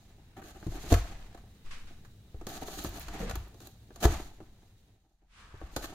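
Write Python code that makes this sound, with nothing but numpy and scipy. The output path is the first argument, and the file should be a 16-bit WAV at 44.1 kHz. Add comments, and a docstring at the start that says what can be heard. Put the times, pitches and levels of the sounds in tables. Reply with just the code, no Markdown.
"""A faint background murmurs first, and teeth already scrape softly at the flap of a cardboard box.
A cat gnaws and tugs at that flap on a bed, close to a small stereo microphone, a quiet room behind.
Random slips and bites ring the walls, flap and torn edge as dying sines; fibres tear as coloured noise.
Tugs thump the box through low modes, fur rustles and the bed sways as noise, the cat huffs through its
nose, and one bent wall creaks."""
import sys
import numpy as np
from scipy import signal
from scipy.fft import rfft, irfft, next_fast_len
from scipy.io import wavfile
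from scipy.ndimage import uniform_filter1d

SR = 44100
rng = np.random.default_rng(int(sys.argv[2]) if len(sys.argv) > 2 else 0)


def materialize(psi):
    """Save the field psi as 16-bit PCM at rate SR to the path in sys.argv[1].

    A 1-D psi becomes a single channel; in a 2-D psi each row is a channel.
    """
    bounded = np.clip(np.atleast_2d(psi).T, -1, 1)
    quanta = np.round(bounded * 32767).astype(np.int16)
    wavfile.write(sys.argv[1], SR, quanta)


N = 261954  # samples

# Spectrum of the background. Each row: frequency in Hz, relative level in dB per Hz.
BACKGROUND_SPECTRUM = [(35, -23.5), (60, 1.5), (207, -13.5), (363, -19), (448, -19), (1010, -38),
                       (3340, -34), (3850, -32.5), (4420, -37), (12400, -42.5), (16000, -39.5)]
# Blurred tones in the background. Each row: frequency in Hz, width in Hz, level against the noise in dB.
HUM_TONES = [(102.7, 12, 0.5), (213, 45, -9), (3840, 60, -22)]
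# Rise and fall of the background. Each row: time in seconds, level in dB.
BACKGROUND_LEVEL = [(0, -63), (1.5, -59.5), (3.8, -60), (4.9, -66), (5.1, -84.5), (5.28, -95), (5.4, -66.5),
                    (5.94, -95)]

# How hard the jaws work on the flap. Each row: time in seconds, level in dB.
GNAW_LEVEL = [(0, -65), (.34, -80.5), (.56, -64), (.94, -45.5), (1.16, -61), (1.47, -76.5), (1.88, -67),
              (2.2, -79), (2.41, -71), (2.6, -54), (3.22, -56), (3.36, -63), (3.9, -73.5), (4.12, -43),
              (4.33, -67.5), (4.8, -77), (5.3, -86.5), (5.52, -72.5), (5.8, -56)]
# Teeth and claws drag along the flap and let go.
# Each row: start in seconds, length in seconds, level in dB, tearing against that level in dB.
DRAGS = [(0.36, 0.05, -51.5, -13.5), (0.415, 0.015, -48.5, -16.5), (0.424, 0.11, -56.5, -3),
         (0.542, 0.041, -56.5, -11.5), (0.738, 0.049, -51, -7), (0.895, 0.066, -43.5, -3.5),
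         (2.467, 0.13, -51.5, -1), (2.611, 0.031, -53.5, 2), (2.646, 0.14, -57, 4), (2.756, 0.14, -52, 2),
         (2.927, 0.069, -52, -2.5), (2.999, 0.037, -77, 23.5), (3.075, 0.061, -63, -15),
         (3.129, 0.043, -50, -9.5), (3.178, 0.073, -51, -6), (3.603, 0.08, -64, 2.5),
         (4.0, 0.029, -49.5, 1.5), (4.021, 0.044, -32.5, -4.5), (4.116, 0.033, -46.5, -5.5),
         (5.817, 0.047, -49.5, 1)]
# Edge, fibres and finest fibres in a drag. Each row: level against the drag in dB, share of the tearing dB.
DRAG_PARTS = [(-3, 0.25), (0.5, .95), (-14.5, 1.2)]
# Bites and claw catches. Each row: start in seconds, strength in dB, place as edge minus walls in dB,
# fibre crack against the strength in dB.
BITES = [(0.641, -58, 7, 0), (.666, -31.5, -60, -21), (0.846, -47, -8.5, -15.5),
         (.919, -15.5, -20.5, -19.5), (.924, -20, -12.5, -9), (.939, -24, 28.5, -7),
         (1.345, -42.5, -6, -15), (1.374, -52.5, 12, -8), (2.048, -53, 25, -7), (2.343, -45, -20, -32),
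         (2.411, -38.5, -11, -22), (2.467, -31.5, -7.5, -7.5), (2.68, -36.5, -5, -10.5),
         (2.845, -29, -7.5, -12.5), (3.082, -37.5, 10, -8.5), (3.201, -34, -29, -15),
         (3.295, -34.5, 28, -6.5), (3.309, -35.5, 11, -7), (3.354, -34.5, 2.5, -6),
         (3.542, -47.5, -18, -14), (3.602, -48.5, -1.5, -5), (3.67, -47.5, -8, -3.5),
         (3.904, -45.5, -10.5, -24.5), (3.958, -47.5, -1, -2), (4.039, -22, -5.5, -9),
         (4.051, -17, -11, -16.5), (4.402, -39.5, -15, -29.5), (5.539, -43.5, -16, -40),
         (5.613, -39, -8, -42.5), (5.762, -23.5, -7.5, -8), (5.84, -35.5, 17, -11)]
# How long a bite drives walls, flap, edge and fibres: four times to fall 60 dB, in seconds.
BITE_T60 = (0.071, 0.046, 0.047, 0.042)
# Single fibres snap. Each row: start in seconds, level in dB.
SNAPS = [(2.4897, -42.5), (2.5542, -57), (2.84, -37), (2.8923, -43), (2.9547, -58), (2.9736, -49),
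         (2.9965, -38.5), (3.0164, -45), (3.1393, -52), (3.355, -39), (3.482, -56.5), (3.6714, -43.5)]
# Fur slides softly along the torn edge. One row: start in seconds, length in seconds, level in dB.
RUB = (5.33, 0.4, -64)
# Modes of box walls and cavity. Each row: frequency in Hz, relative level in dB, 60 dB decay in seconds.
WALL_MODES = [(244, -9, 0.016), (338, -6.5, 0.027), (348.7, 4.5, 0.041), (425, 1.5, 0.021)]
# Modes of the flap. Each row: frequency in Hz, relative level in dB, 60 dB decay in seconds.
FLAP_MODES = [(614, -6, 0.079), (700, -1, 0.055), (769.5, 2, 0.04), (856, -11, 0.052)]
# Modes of its torn edge. Each row: frequency in Hz, relative level in dB, 60 dB decay in seconds.
EDGE_MODES = [(1167, -3, 0.03), (1280, -2.5, 0.026), (1508, 3, 0.011), (1714, -5, 0.022),
              (2320, -4, 0.0033), (2550, -7, 0.0035)]
# Spectrum of tearing fibres. Each row: frequency in Hz, relative level in dB per Hz.
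FIBRE_SPECTRUM = [(1470, -38), (2500, -14), (2740, -10.5), (3490, -6.5), (4210, -3.5), (5070, -10),
                  (5520, -10.5), (6650, -3.5), (8020, -13.5), (14400, -13), (16000, -25.5)]
# Spectrum of the finest fibres. Each row: frequency in Hz, relative level in dB per Hz.
FINEST_SPECTRUM = [(7000, -34.5), (10000, -12.5), (12500, -2.5), (15500, -4.5), (16200, -23.5)]

# How much the cat's body shifts on the bed. Each row: time in seconds, level in dB.
BODY_SHIFT = [(0, -74.5), (.36, -73), (.6, -69), (.94, -50), (1.16, -59.5), (1.47, -75.5), (1.8, -71),
              (2.25, -80), (2.55, -63.5), (3.0, -58.5), (3.25, -49.5), (3.64, -81), (3.95, -77.5),
              (4.12, -44.5), (4.33, -71.5), (4.85, -80.5), (5.15, -93.5), (5.52, -67.5), (5.94, -60.5)]
# Spectrum of fur on cloth. Each row: frequency in Hz, relative level in dB per Hz.
RUSTLE_SPECTRUM = [(290, -28.5), (500, -4), (883, -2.5), (1450, -5.5), (1760, -3.5), (9000, -22.5),
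                   (11700, -56.5), (19800, -120)]
# Spectrum of the swaying mattress. Each row: frequency in Hz, relative level in dB per Hz.
SWAY_SPECTRUM = [(4.7, -45.5), (8.0, 0), (23, -7.5), (38, -1), (102, -18), (167, -19.5), (204, -19),
                 (250, -35), (320, -63), (550, -120)]

# The whole box jolts on the bed. Each row: start in seconds, level in dB, hardness in octaves above 50 Hz.
JOLTS = [(0.665, -15.5, 1.5), (0.686, -26.5, -0.4), (.921, -8.5, 0.82), (0.942, -16.5, 0),
         (1.648, -34.5, -1.0746), (2.344, -34.5, .6), (2.368, -35, -0.8), (2.864, -30.5, 0.7),
         (3.3, -32, .9), (3.334, -31.5, 0.54), (3.371, -26, 0.53), (4.03, -26, 2.1), (4.053, -12, .4),
         (4.089, -23.5, 1), (5.541, -36, 1), (5.616, -42.5, 1), (5.635, -34, .05), (5.766, -34, 0.081)]
# Modes of box and mattress. Each row: frequency in Hz, level against the jolt in dB.
BED_MODES = [(10, 24.5), (33, -0.5), (49, -2), (58, 0.5), (68, -1), (87, 0), (112, -2.5), (158, -8),
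             (215, -4.5)]

# The cat blows through its nose.
# Each row: start in seconds, level in dB, rise in seconds, 60 dB decay in seconds.
HUFFS = [(1.631, -58.5, 0.03, 0.82), (1.704, -48.5, 0.0081, 0.43), (1.868, -60.5, 0.0043, 0.46),
         (5.27, -47.5, 0.14, 0.64)]
# Spectrum of the nose. Each row: frequency in Hz, relative level in dB per Hz.
NOSE_SPECTRUM = [(620, -22), (1050, -7), (1410, -5.5), (2040, -8), (2400, -6.5), (2770, -9), (9000, -22),
                 (11700, -32), (19800, -120)]

GROAN_S = 0.11  # length of the creak in seconds
# A wall bends under the pull and creaks. One row: start in seconds, length in seconds, level in dB.
GROAN = (3.198, GROAN_S, -35.5)
# Modes of the bent wall. Each row: frequency in Hz, relative level in dB, 60 dB decay in seconds.
BENT_WALL_MODES = [(203, 1.5, 0.064), (212, 1.5, 0.12), (406, -15, 0.03), (465.6, 7.5, 0.11),
                   (520, -31, 0.066)]

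# Decay of the room. Each row: frequency in Hz, 60 dB decay in seconds.
ROOM_DECAY = [(200, 0.057), (1000, 0.47), (4000, 0.43), (12000, 0.27)]
# Width at the microphone. Each row: frequency in Hz, side minus mid in dB.
SIDE_LEVEL = [(40, -26), (250, -21), (600, -10), (1300, -3), (3000, 0)]
# Balance at the microphone. Each row: frequency in Hz, left minus right in dB.
LEFT_LEAN = [(60, .2), (250, 1), (700, -.3), (1400, 3), (2800, -1.5), (5500, -2.5), (12000, -1)]


def gain_of(db):
    """Decibels to a factor."""
    return 10 ** (np.asarray(db) / 20)


def evened(x):
    """Scales to rms 1."""
    return x / np.sqrt(np.mean(x ** 2) + 1e-20)


def read(points, hz):
    """Reads a table on a log-frequency axis."""
    f, value = np.transpose(points)
    return np.interp(np.log(hz + 1), np.log(f + 1), value)


def curve(rows, follow=1):
    """A table of time and dB as a gain for every sample, followed by a share of its dB."""
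    s, db = np.transpose(rows)
    return gain_of(follow * np.interp(np.arange(N) / SR, s, db))


def add(mix, s, sound):
    """Adds a sound at s seconds, cut at the end of the mix."""
    part = mix[..., round(s * SR):][..., :sound.shape[-1]]
    part += sound[..., :part.shape[-1]]


def colour(points):
    """A causal minimum-phase filter of energy 1 with the given spectrum, floored at -100 dB."""
    db = np.maximum(read(points, np.fft.rfftfreq(16384, 1 / SR)), -100)
    half = np.log(gain_of(db))
    both_halves = np.r_[half, half[-2:0:-1]]
    taps = np.fft.ifft(np.exp(np.conj(signal.hilbert(both_halves)))).real[:8192]
    return taps / np.linalg.norm(taps)


def ring(modes):
    """Dying sines of energy 1 in all."""
    t = np.arange(SR // 4) / SR
    taps = sum(gain_of(db - 60 * t / t60) * np.sin(2 * np.pi * hz * t) for hz, db, t60 in modes)
    return taps / np.linalg.norm(taps)


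def through(x, taps):
    """Convolution cut to length."""
    return signal.oaconvolve(x, taps[None], axes=1)[:, :N]


def noise(length=N):
    """White noise in two layers, which ports() takes as sum and difference."""
    return rng.standard_normal((2, length))


def grains(per_s, spread_db, clump_db):
    """Random slips of uneven size that come in clumps of some 15 ms, at rms 1."""
    clumps = evened(uniform_filter1d(uniform_filter1d(rng.standard_normal(N), 600), 600))
    size = gain_of(spread_db * np.minimum(rng.exponential(1, N), 5) + clump_db * clumps)
    slips = rng.random(N) < per_s / SR
    return evened(size * slips * noise())


def background():
    """Broad noise with a few blurred tones (noise through narrow resonances), rising and falling together."""
    hum = sum(gain_of(db) * through(noise(), ring([(hz, 0, 2.2 / width)])) for hz, width, db in HUM_TONES)
    return curve(BACKGROUND_LEVEL) * (through(noise(), colour(BACKGROUND_SPECTRUM)) + hum)


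def steady_scrape():
    """Coarse slips drive walls, flap and edge alike; dense fine slips tear the fibres."""
    walls = curve(GNAW_LEVEL) * grains(per_s=690, spread_db=-1.0, clump_db=6.0)
    tearing_db = -6  # against the scrape on the walls
    fibres = curve(GNAW_LEVEL) * gain_of(tearing_db) * grains(per_s=12000, spread_db=2.2, clump_db=2.5)
    return walls, gain_of(-2.5) * walls, gain_of(-14.5) * walls, fibres


def add_drags(walls, flap, edge, fibres, finest, rasp):
    """Dragging teeth and claws stick and slip: stretches of dense grains shake the board and tear it."""
    fine_slips = grains(per_s=6000, spread_db=3.2, clump_db=2.5)
    for s, length, db, tearing_db in DRAGS:
        count = round(length * SR)
        span = slice(round(s * SR), round(s * SR) + count)
        hold = gain_of(db) * signal.windows.tukey(count, .45)
        add(flap, s, hold * rasp[:, span])
        add(walls, s, gain_of(1.5) * hold * rasp[:, span])  # the flap shakes the walls it hangs on
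        for part, slips, (part_db, share) in zip((edge, fibres, finest), (rasp, rasp, fine_slips), DRAG_PARTS):
            add(part, s, gain_of(part_db + share * tearing_db) * hold * slips[:, span])


def add_bites(walls, flap, edge, fibres):
    """A bite is a dying noise push, shared between walls, flap and edge by its place."""
    rise_s, flap_db, flap_loss = .002, 1.5, 0.079  # the flap loses a share of the place dB either way
    t = np.arange(SR // 5) / SR
    for s, db, place_db, crack_db in BITES:
        board = gain_of([-place_db / 2, flap_db - flap_loss * abs(place_db), place_db / 2])
        shares = [*board / np.linalg.norm(board), gain_of(crack_db)]
        for part, share, t60 in zip((walls, flap, edge, fibres), shares, BITE_T60):
            push = gain_of(db - 60 * t / t60) * np.minimum(t / rise_s, 1)
            add(part, s, share * push * noise(len(t)))


def add_snaps(finest):
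    """A snapping fibre is an instant burst of noise that falls 60 dB in 10 ms."""
    t = np.arange(SR // 5) / SR
    for s, db in SNAPS:
        add(finest, s, gain_of(db - 60 * t / 0.01) * noise(len(t)))


def add_rub(edge, rasp):
    """Sliding fur drives the torn edge with soft dense slips."""
    s, length, db = RUB
    start, count = round(s * SR), round(length * SR)
    add(edge, s, gain_of(db) * signal.windows.tukey(count, .3) * rasp[:, start:start + count])


def gnawing():
    """Steady slips, drags, bites, snaps and a rub ring the walls, flap and edge and colour the fibres."""
    walls, flap, edge, fibres = steady_scrape()
    finest = np.zeros((2, N))
    rasp = grains(per_s=12000, spread_db=2.4, clump_db=1.5)
    add_drags(walls, flap, edge, fibres, finest, rasp)
    add_bites(walls, flap, edge, fibres)
    add_snaps(finest)
    add_rub(edge, rasp)
    board = through(walls, ring(WALL_MODES)) + through(flap, ring(FLAP_MODES)) + through(edge, ring(EDGE_MODES))
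    return board + through(fibres, colour(FIBRE_SPECTRUM)) + through(finest, colour(FINEST_SPECTRUM))


def bedding():
    """Fine rustle of fur on cloth as dense grains, and the slow sway of the mattress as low noise."""
    slips = grains(per_s=12000, spread_db=1.5, clump_db=1.5)
    rustle = through(curve(BODY_SHIFT) * slips, colour(RUSTLE_SPECTRUM))
    # the mattress follows the body by a share of its dB
    sway = gain_of(-3) * curve(BODY_SHIFT, follow=0.76) * through(noise(), colour(SWAY_SPECTRUM))
    return rustle + sway


def thumps():
    """Each jolt swings the low modes of box and mattress, hard jolts the higher ones."""
    cycles, miss_db_per_octave = 14.7, 19.5  # swings until 60 dB down; loss away from the hardness
    onset_s = 0.0056
    out, t = np.zeros(N), np.arange(SR // 2) / SR
    for s, db, octaves in JOLTS:
        for hz, mode_db in BED_MODES:
            miss_db = miss_db_per_octave * abs(np.log2(hz / 50) - octaves)
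            swing = -np.sin(2 * np.pi * hz * t) * (1 - np.exp(-t / onset_s))
            add(out, s, gain_of(db + mode_db - miss_db - 60 * t * hz / cycles) * swing)
    return out


def huffs():
    """Puffs of air noise, rising then dying, coloured by the nose."""
    air, t = np.zeros((2, N)), np.arange(SR // 2) / SR
    for s, db, rise, t60 in HUFFS:
        puff = gain_of(db - 60 * t / t60) * np.minimum(t / rise, 1) ** 2
        add(air, s, puff * noise(len(t)))
    return through(air, colour(NOSE_SPECTRUM))


def groan():
    """Uneven slips under a slackening pull ring the bent wall."""
    s, length, db = GROAN
    count = round(length * SR)
    pull = np.zeros(N)
    add(pull, s, gain_of(db) * signal.windows.tukey(count, .08) * np.linspace(1, .6, count))
    return through(pull * grains(per_s=6000, spread_db=0, clump_db=.6), ring(BENT_WALL_MODES))


def room(x):
    """Sparse reflections of random sign, one in every 20 samples, each band dying at its own speed."""
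    taps = np.zeros((2, SR // 2))
    slots = np.arange(300, SR // 2 - 20, 20)  # the first some 7 ms after the direct sound
    at = slots + rng.integers(0, 20, (2, len(slots)))
    np.put_along_axis(taps, at, rng.choice([-1., 1.], at.shape), 1)
    hz, t, z = signal.stft(taps, SR, nperseg=256)
    decay = gain_of(-60 * t / read(ROOM_DECAY, hz)[:, None])
    tail = signal.istft(z * decay, SR, nperseg=256)[1]
    return signal.fftconvolve(x, tail / np.linalg.norm(tail[0]), axes=1)[:, :N]


def ports(x):
    """Sum and difference of the microphone's two ports to left and right: bass alike, treble unlike."""
    size = next_fast_len(N + SR // 10)
    hz = np.fft.rfftfreq(size, 1 / SR)
    mid, side = rfft(x, size)
    side = side * gain_of(read(SIDE_LEVEL, hz))
    lean = gain_of(read(LEFT_LEAN, hz) * np.array([[.5], [-.5]]))
    return irfft(np.array([mid + side, mid - side]) * lean, size)[:, :N]


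def scene():
    """Cat and box close to the microphone, the room behind, and thumps a little to the left."""
    near = gnawing() + groan() + huffs()
    reflected = gain_of(-10) * room(near)
    return ports(near + reflected + bedding() + background()) + thumps() * gain_of([[.4], [-.4]])


def top_cut(x):
    """Nothing passes above the cut-off."""
    return signal.sosfilt(signal.butter(12, 16650, fs=SR, output="sos"), x)


def record(dry):
    """Limits the band to 15.9 kHz and returns the finished mix."""
    low_pass = signal.firwin(511, 15900, window=("kaiser", 7), fs=SR)
    limited = signal.oaconvolve(dry, low_pass[None], "same")
    return top_cut(limited)


dry = scene()
out = record(dry)
materialize(out)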